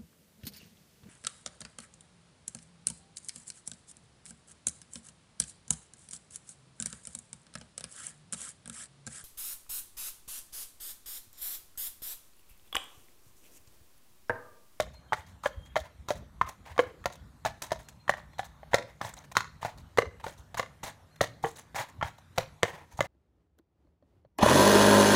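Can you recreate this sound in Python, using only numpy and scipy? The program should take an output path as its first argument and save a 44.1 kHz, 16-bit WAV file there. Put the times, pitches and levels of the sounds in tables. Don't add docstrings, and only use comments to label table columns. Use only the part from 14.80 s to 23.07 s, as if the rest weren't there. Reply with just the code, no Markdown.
import sys
import numpy as np
from scipy import signal
from scipy.fft import rfft, irfft, next_fast_len
from scipy.io import wavfile
from scipy.ndimage import uniform_filter1d, map_coordinates

SR = 44100
rng = np.random.default_rng(int(sys.argv[2]) if len(sys.argv) > 2 else 0)


def to_wav(sig):
    pcm = np.clip(np.atleast_2d(sig), -1, 1) * 32767
    pcm = np.round(pcm).astype(np.int16)
    wavfile.write(sys.argv[1], SR, pcm.T)


N = 364707

# (t/s, blow level/dB, pitch of the air cup under the sole f/Hz,
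# shoe ring/dB re blow, grit/dB re blow)
HOOF_CONTACTS = [(0.0, -13.5, 620, -13, -14), (0.323, -13, 930, -26, -29), (0.331, -17, 912, -10.5, -19),
                 (0.637, -35.5, 1040, -12, -12), (0.647, -32, 1064, -15, -27),
                 (0.658, -18, 593, -4.5, -17.5), (0.957, -23.5, 970, -11, -14),
                 (0.964, -16.5, 640, -6.5, -12.5), (1.286, -25.5, 1010, -27, -9),
                 (1.305, -17, 600, -14, -14), (1.613, -11.5, 1080, -14.5, -26.5), (1.963, -51, 750, -3, -4),
                 (1.979, -22.5, 860, -12, -22), (1.991, -11, 493, -6.5, -21),
                 (2.241, -36, 1290, -22, -14.5), (2.257, -14, 705, -16, -20.5),
                 (2.65, -18.5, 917, -40, -13.5), (2.659, -16.5, 685, -13.5, -17),
                 (2.907, -43.5, 725, 0, -3), (2.918, -14, 660, -19.5, -18.5), (3.279, -29.5, 983, -9, -12),
                 (3.294, -11.5, 608, -6.5, -16), (3.583, -41, 940, -12, 0), (3.593, -21.5, 752, -7.5, -16),
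                 (3.831, -39, 674, -13.5, -30), (3.933, -19.5, 965, -11, -17), (3.942, -11, 607, -11, -13),
                 (4.207, -44, 900, -13, -23), (4.213, -24.5, 820, -7, -13.5), (4.248, -28.5, 713, -15, -15),
                 (4.553, -29.5, 1320, -9, -3), (4.568, -11, 1236, -5, -12.5), (4.829, -26, 910, -12.5, -18),
                 (4.849, -19.5, 722, -15, -25.5), (5.174, -23, 950, -9.5, -11.5),
                 (5.184, -12, 476, -6.5, -18.5), (5.441, -30, 906, -16.5, -14),
                 (5.464, -30.5, 578, -10, -10.5), (5.744, -29.5, 690, -12.5, -10),
                 (5.771, -32.5, 1230, -8, -26.5), (5.795, -22, 540, -5, -10), (6.034, -31, 960, -22.5, -15),
                 (6.408, -26.5, 770, 3, -15), (6.411, -11.5, 552, -23, -12.5),
                 (6.639, -21, 783, -39.5, -44), (6.645, -24, 459, -6, -51), (6.946, -35, 747, -6.5, -9),
                 (7.212, -39, 1140, 3, -13), (7.226, -18.5, 832, -8, -21.5), (7.577, -28.5, 740, -4, -7),
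                 (7.582, -15, 535, -29, -13.5), (7.826, -36, 900, -6.5, -24), (7.831, -14, 468, -6.5, -15),
                 (7.852, -32, 550, -8.5, -36), (8.191, -21, 910, -24, -28), (8.206, -17, 555, -3.5, -12.5)]


def amp(db):
    return 10 ** (np.asarray(db) / 20)


def unit(x):
    return x / np.sqrt(np.mean(x ** 2) + 1e-20)


def along(points, hz):
    f, v = np.transpose(points)
    return np.interp(np.log(hz + 1), np.log(f + 1), v)


def curves(rows):
    s, *cols = np.transpose(rows)
    return [np.interp(np.arange(N) / SR, s, c) for c in cols]


def wobble(rate_hz):
    knots = rng.standard_normal(int(N * rate_hz / SR) + 4)
    return map_coordinates(knots, [np.arange(N) * rate_hz / SR])


def filtered(x, response):
    m = next_fast_len(N + SR // 2)
    return irfft(rfft(x, m) * response(np.fft.rfftfreq(m, 1 / SR)), m)[:N]


def patchy(bins, frames, size, depth_db):
    z = signal.stft(rng.standard_normal(N + size), nperseg=size)[2]
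    field = uniform_filter1d(rng.standard_normal(z.shape), bins, 0)
    field = uniform_filter1d(field, frames, 1)
    return signal.istft(z * amp(depth_db * unit(field)), nperseg=size)[1][:N]


def add(track, s, sound):
    part = track[max(round(s * SR), 0):][:len(sound)]
    part += sound[:len(part)]


def ring(t, hz, t60_s, attack_s):
    return amp(-60 * t / t60_s) * (1 - np.exp(-t / attack_s)) * np.sin(2 * np.pi * hz * t)


def grit_colour(hz):
    # (f/Hz, level/dB)
    grit_spectrum = [(1470, -5), (2500, -8.5), (2860, -9.5), (3770, -2.5), (4140, -4), (4480, -6.5),
                     (4930, -9), (6650, -7.5), (7370, -13), (11300, -20), (15100, -24), (16100, -26),
                     (16500, -36)]
    return amp(along(grit_spectrum, hz))


def crunch(spectrum, spread_db, lumpy_db):
    grains = patchy(bins=4, frames=3, size=128, depth_db=lumpy_db) * amp(spread_db * wobble(500))
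    return unit(filtered(grains, spectrum))


def hooves():
    # (f/Hz, level/dB, t60/s)
    shoe_modes = [(1108, 14, 0.011), (1351, 7, 0.015), (1796, 9.5, 0.014), (2007, 5, 0.015),
                  (2425, -18.5, 0.017), (3100, -1, 0.012), (2037, 5, 0.0043)]
    mode_scatter_db, mode_detune = 1.5, 0.03
    cup_cycles, longer_per_db = 15.36, 0.022
    thud_db, thud_db_per_db, thud_db_per_s = -29.5, 0.73, 1.87
    knocks, thuds, crush = np.zeros((3, N))
    t = np.arange(SR // 5) / SR
    chatter_n = SR // 25
    for s, db, cup_hz, shoe_db, grit_db in HOOF_CONTACTS:
        cup_t60_s = cup_cycles / cup_hz * (1 - longer_per_db * db)
        chance = rng.standard_normal((len(shoe_modes) + 1, 2))

        slips = rng.standard_normal(chatter_n) * (rng.random(chatter_n) < 0.012)
        blow = amp(-4.5 - 60 * t[:chatter_n] / 0.044) * slips
        blow[0] = 1

        cup = ring(t, cup_hz, cup_t60_s, 0.00038)
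        beat_hz = cup_hz * (1.163 + 0.14 * chance[-1, 1])
        cup += amp(4.5 + 2 * chance[-1, 0]) * ring(t, beat_hz, 0.45 * cup_t60_s, 0.0016)

        shoe = np.zeros(len(t))
        for (hz, level_db, t60_s), (a, b) in zip(shoe_modes, chance):
            shoe += amp(level_db + mode_scatter_db * a) * ring(t, hz * (1 + mode_detune * b), t60_s, 0.0013)
        add(knocks, s, amp(db) * signal.fftconvolve(blow, cup + amp(shoe_db) * shoe))

        thud = ring(t, 116, 0.093, 0.006) + amp(-0.5) * ring(t, 151.5, 0.059, 0.0006)
        add(thuds, s, amp(thud_db + thud_db_per_db * db + thud_db_per_s * s) * thud)

        crack_and_settle = amp(-60 * t / 0.023) + amp(-9.0 - 60 * t / 0.11)
        add(crush, s, amp(db + grit_db) * (1 - np.exp(-t / 0.00044)) * crack_and_settle)

    def radiation(hz):
        return (1j * hz / (260 + 1j * hz)) ** 2

    return filtered(knocks, radiation) + thuds + crush * crunch(grit_colour, spread_db=4.5, lumpy_db=-2.0)


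def scuffs():
    # (t/s, length/s, level/dB, brightness: fizz/dB re level)
    slides = [(0.133, 0.023, -59, -9.5), (0.353, 0.071, -53.5, -10), (0.46, 0.078, -65, -3),
              (0.632, 0.052, -47, -2.5), (0.851, 0.026, -62, -1), (0.998, 0.02, -64.5, 11),
              (1.032, 0.043, -53, -17), (1.281, 0.028, -41.5, -9), (1.351, 0.039, -56, -5),
              (1.659, 0.063, -50, -10.5), (1.689, 0.0094, -52, 4.5), (1.851, 0.097, -49.5, -15.5),
              (2.063, 0.046, -55.5, -32), (2.32, 0.023, -54.5, -2), (2.354, 0.0084, -66, 6),
              (2.648, 0.034, -35, -20), (2.819, 0.013, -42.5, 5.5), (2.832, 0.031, -50.5, -1.5),
              (2.86, 0.075, -57.5, -14), (2.988, 0.033, -54, -5), (3.027, 0.03, -74, 9.5),
              (3.085, 0.018, -60, 6.5), (3.367, 0.042, -53.5, -14), (3.532, 0.009, -57, -20),
              (3.641, 0.027, -54.5, -2.5), (3.912, 0.039, -52.5, -14), (4.073, 0.051, -55.5, -16.5),
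              (4.222, 0.075, -44.5, -8), (4.29, 0.0091, -61, 7), (4.337, 0.006, -55, 9.5),
              (4.365, 0.031, -54, -5), (4.401, 0.031, -56, -16), (4.439, 0.016, -50.5, -10),
              (4.515, 0.011, -43, -7), (4.81, 0.092, -44.5, -12.5), (4.973, 0.036, -56.5, -5.5),
              (5.397, 0.019, -51, -26), (5.431, 0.097, -51, -5), (5.576, 0.037, -71.5, 7.5),
              (5.771, 0.023, -35, -8.5), (6.03, 0.062, -39.5, -5), (6.358, .009, -55, -9),
              (6.422, 0.03, -42, -7), (6.624, 0.092, -53.5, 2), (6.753, 0.062, -58.5, 3),
              (6.783, 0.018, -56, -5.5), (6.949, 0.082, -35.5, -10), (6.979, 0.036, -34.5, -27),
              (7.083, 0.023, -52.5, -12), (7.237, 0.063, -44, -16.5), (7.381, 0.013, -57, -7.5),
              (7.558, 0.018, -54, -6), (7.588, 0.049, -43, -16), (7.848, 0.066, -42.5, -16),
              (7.92, 0.1, -49.5, -34), (8.108, 0.053, -63, -3), (8.17, 0.031, -52, -3.5),
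              (8.242, 0.018, -43, -15)]
    # (f/Hz, width/Hz, level/dB)
    body_modes = [(608, 200, -6), (947, 220, -1.5), (1494, 404, -7.5), (1840, 660, -7)]
    grit_db, grit_db_per_db = 0, 0.72
    fizz, grit, body = np.zeros((3, N))
    for s, length_s, db, bright_db in slides:
        u = np.arange(round(2 * length_s * SR)) / (length_s * SR)
        stroke = np.clip(u / 0.14, 0, 1) * np.exp(-u ** 3.07)
        add(fizz, s, amp(db + bright_db) * stroke)
        add(grit, s, amp(db + grit_db + grit_db_per_db * bright_db) * stroke)
        add(body, s, amp(db) * stroke)

    def fine(hz):
        return 1 / (1 + (5600 / (hz + 1)) ** 8)

    def resonance(f):
        total = 0
        for k, (centre, width, db) in enumerate(body_modes):
            damping = 1j * f * width
            total = total + (-1) ** k * amp(db) * damping / (centre ** 2 - f ** 2 + damping)
        return total

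    fizz *= crunch(lambda hz: grit_colour(hz) * fine(hz), spread_db=3, lumpy_db=4)
    grit *= crunch(lambda hz: grit_colour(hz) * (1 - fine(hz)), spread_db=2.5, lumpy_db=6.0)
    body *= crunch(resonance, spread_db=1.5, lumpy_db=0.5)
    return amp(2.04 * wobble(70)) * (fizz + grit + body)


def wall(x):
    # (t/s, level/dB)
    slap_levels = [(0, -44), (1.9, -27), (3.2, -14.5), (6.6, -9.5), (7.2, -12.5), (8.27, -23)]
    path_start_m, closing_m_per_s, fore_nearer_m = 19.9, 1.5, 1.6
    step_gap_s = 0.15
    again_db = -12.5
    t = np.arange(N) / SR
    landings_s = np.transpose(HOOF_CONTACTS)[0]
    steps_s = landings_s[1:][np.diff(landings_s) > step_gap_s]
    fore = np.searchsorted(steps_s, t) % 2
    delay_s = (path_start_m - closing_m_per_s * t - fore_nearer_m * fore) / 343
    once = map_coordinates(x, [(t - delay_s) * SR], order=1)
    twice = map_coordinates(x, [(t - 2 * delay_s) * SR], order=1)

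    def reflection(hz):
        return (1j * hz / (500 + 1j * hz)) ** 2 / (1 + 1j * hz / 6000)

    return amp(curves(slap_levels)[0]) * filtered(once + amp(again_db) * twice, reflection)


def yard(x):
    # (f/Hz, t60/s)
    yard_decay = [(150, 0.71), (700, 0.28), (2000, 0.39), (5000, 0.38), (13000, 0.25)]
    out, hop = np.zeros(N), SR // 4
    for start in range(0, N, hop):
        hz, t, z = signal.stft(rng.standard_normal(SR // 2), SR, nperseg=256)
        lumps = uniform_filter1d(rng.standard_normal(z.shape), size=9, axis=0)
        decay_db = 60 * t / along(yard_decay, hz)[:, None]
        tail = signal.istft(z * amp(4.6 * unit(lumps) - decay_db), SR, nperseg=256)[1]
        tail /= np.linalg.norm(tail)
        add(out, start / SR + 0.008, signal.fftconvolve(x[start:start + hop], tail))
    return out


def bird():
    # (t/s, length/s, mid-note f/Hz, level/dB before the waver)
    notes = [(.135, 0.073, 4200, -61), (0.274, 0.085, 3170, -65), (.44, 0.047, 3270, -69),
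             (0.736, 0.21, 3233, -64), (3.034, 0.098, 4215, -68), (3.195, 0.043, 4180, -66),
             (3.5, 0.14, 4160, -70), (6.295, 0.093, 4200, -69.5)]
    rise_hz_per_s, edge_power = 250, 0.4
    out, waver = np.zeros(N), wobble(65)
    for s, length_s, note_hz, db in notes:
        n = round(length_s * SR)
        hz = note_hz + rise_hz_per_s * (np.arange(n) - n / 2) / SR
        hz = hz + 30 * waver[round(s * SR):][:n]
        add(out, s, amp(db) * np.hanning(n) ** edge_power * np.sin(2 * np.pi * np.cumsum(hz) / SR))
    return out * amp(3 * wobble(44))


def wind():
    # (t/s, buffet level/dB)
    wind_levels = [(0.0, -52.5), (5.0, -60.5), (5.39, -53.5), (6.7, -80), (8.27, -84)]
    # (f/Hz, level/dB per Hz)
    buffet_spectrum = [(15, -34.5), (35, -15), (60, 2.5), (100, -11), (160, -8.5), (300, -27), (600, -63)]
    # (middle t/s, peak/dB, f/Hz)
    thumps = [(.394, -43.5, 86), (0.539, -45.5, 78), (0.784, -31.5, 72), (1.02, -39.5, 70),
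              (1.205, -40.5, 74), (1.554, -47.5, 67), (1.654, -39, 67), (1.92, -37.5, 85),
              (2.074, -43.5, 88), (2.42, -46.5, 64), (4.257, -41, 108), (5.276, -35, 82),
              (5.605, -49.5, 66), (7.006, -38, 120), (7.195, -36.5, 98), (7.252, -33, 84), (8.148, -44, 68)]
    gust_db, half_s = 5, 0.052
    noise = filtered(rng.standard_normal(N), lambda hz: amp(along(buffet_spectrum, hz)))
    out = amp(curves(wind_levels)[0]) * unit(amp(gust_db * wobble(13)) * noise)
    t = np.arange(-half_s, half_s, 1 / SR)
    for s, db, hz in thumps:
        add(out, s - half_s, amp(db) * np.exp(-(4.7 * t / half_s) ** 2) * np.cos(2 * np.pi * hz * t))
    return out


def air():
    # (f/Hz, level/dB per Hz)
    air_spectrum = [(35, -42), (60, 1.5), (98, -1), (161, -7.5), (229, -7.5), (393, -18), (983, -14.5),
                    (1430, -18), (1770, -20), (2640, -27.5), (4120, -26.5), (4860, -33.5), (6450, -31),
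                    (15000, -39), (16500, -65)]
    # (t/s, 151 Hz level/dB, 92 Hz level/dB)
    hum_levels = [(0, -77, -88), (2, -68, -118), (4.3, -59, -69.5), (4.8, -64, -62), (8.27, -65, -64)]
    hiss_db, hum_waver_db = -60, 3
    noise = patchy(bins=6, frames=14, size=512, depth_db=3.0)
    out = amp(hiss_db) * unit(filtered(noise, lambda hz: amp(along(air_spectrum, hz))))
    t = np.arange(N) / SR
    for db, hz in zip(curves(hum_levels), (151, 92)):
        phase_rad = 2 * np.pi * hz * t + 1.97 * wobble(11)
        out += amp(db + hum_waver_db * wobble(7.4)) * np.sin(phase_rad)
    return out


def scene():
    steps, song = hooves() + scuffs(), bird()
    steps = steps + wall(steps)
    scattered = yard(amp(-17) * steps + amp(-3.5) * song)
    return (steps + song + scattered + air() + wind())[None]


def record(dry):
    top_hz = 16700
    return filtered(dry[0], lambda hz: np.clip((top_hz - hz) / 900, 0, 1) ** 2)[None]


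dry = scene()
out = record(dry)
to_wav(out)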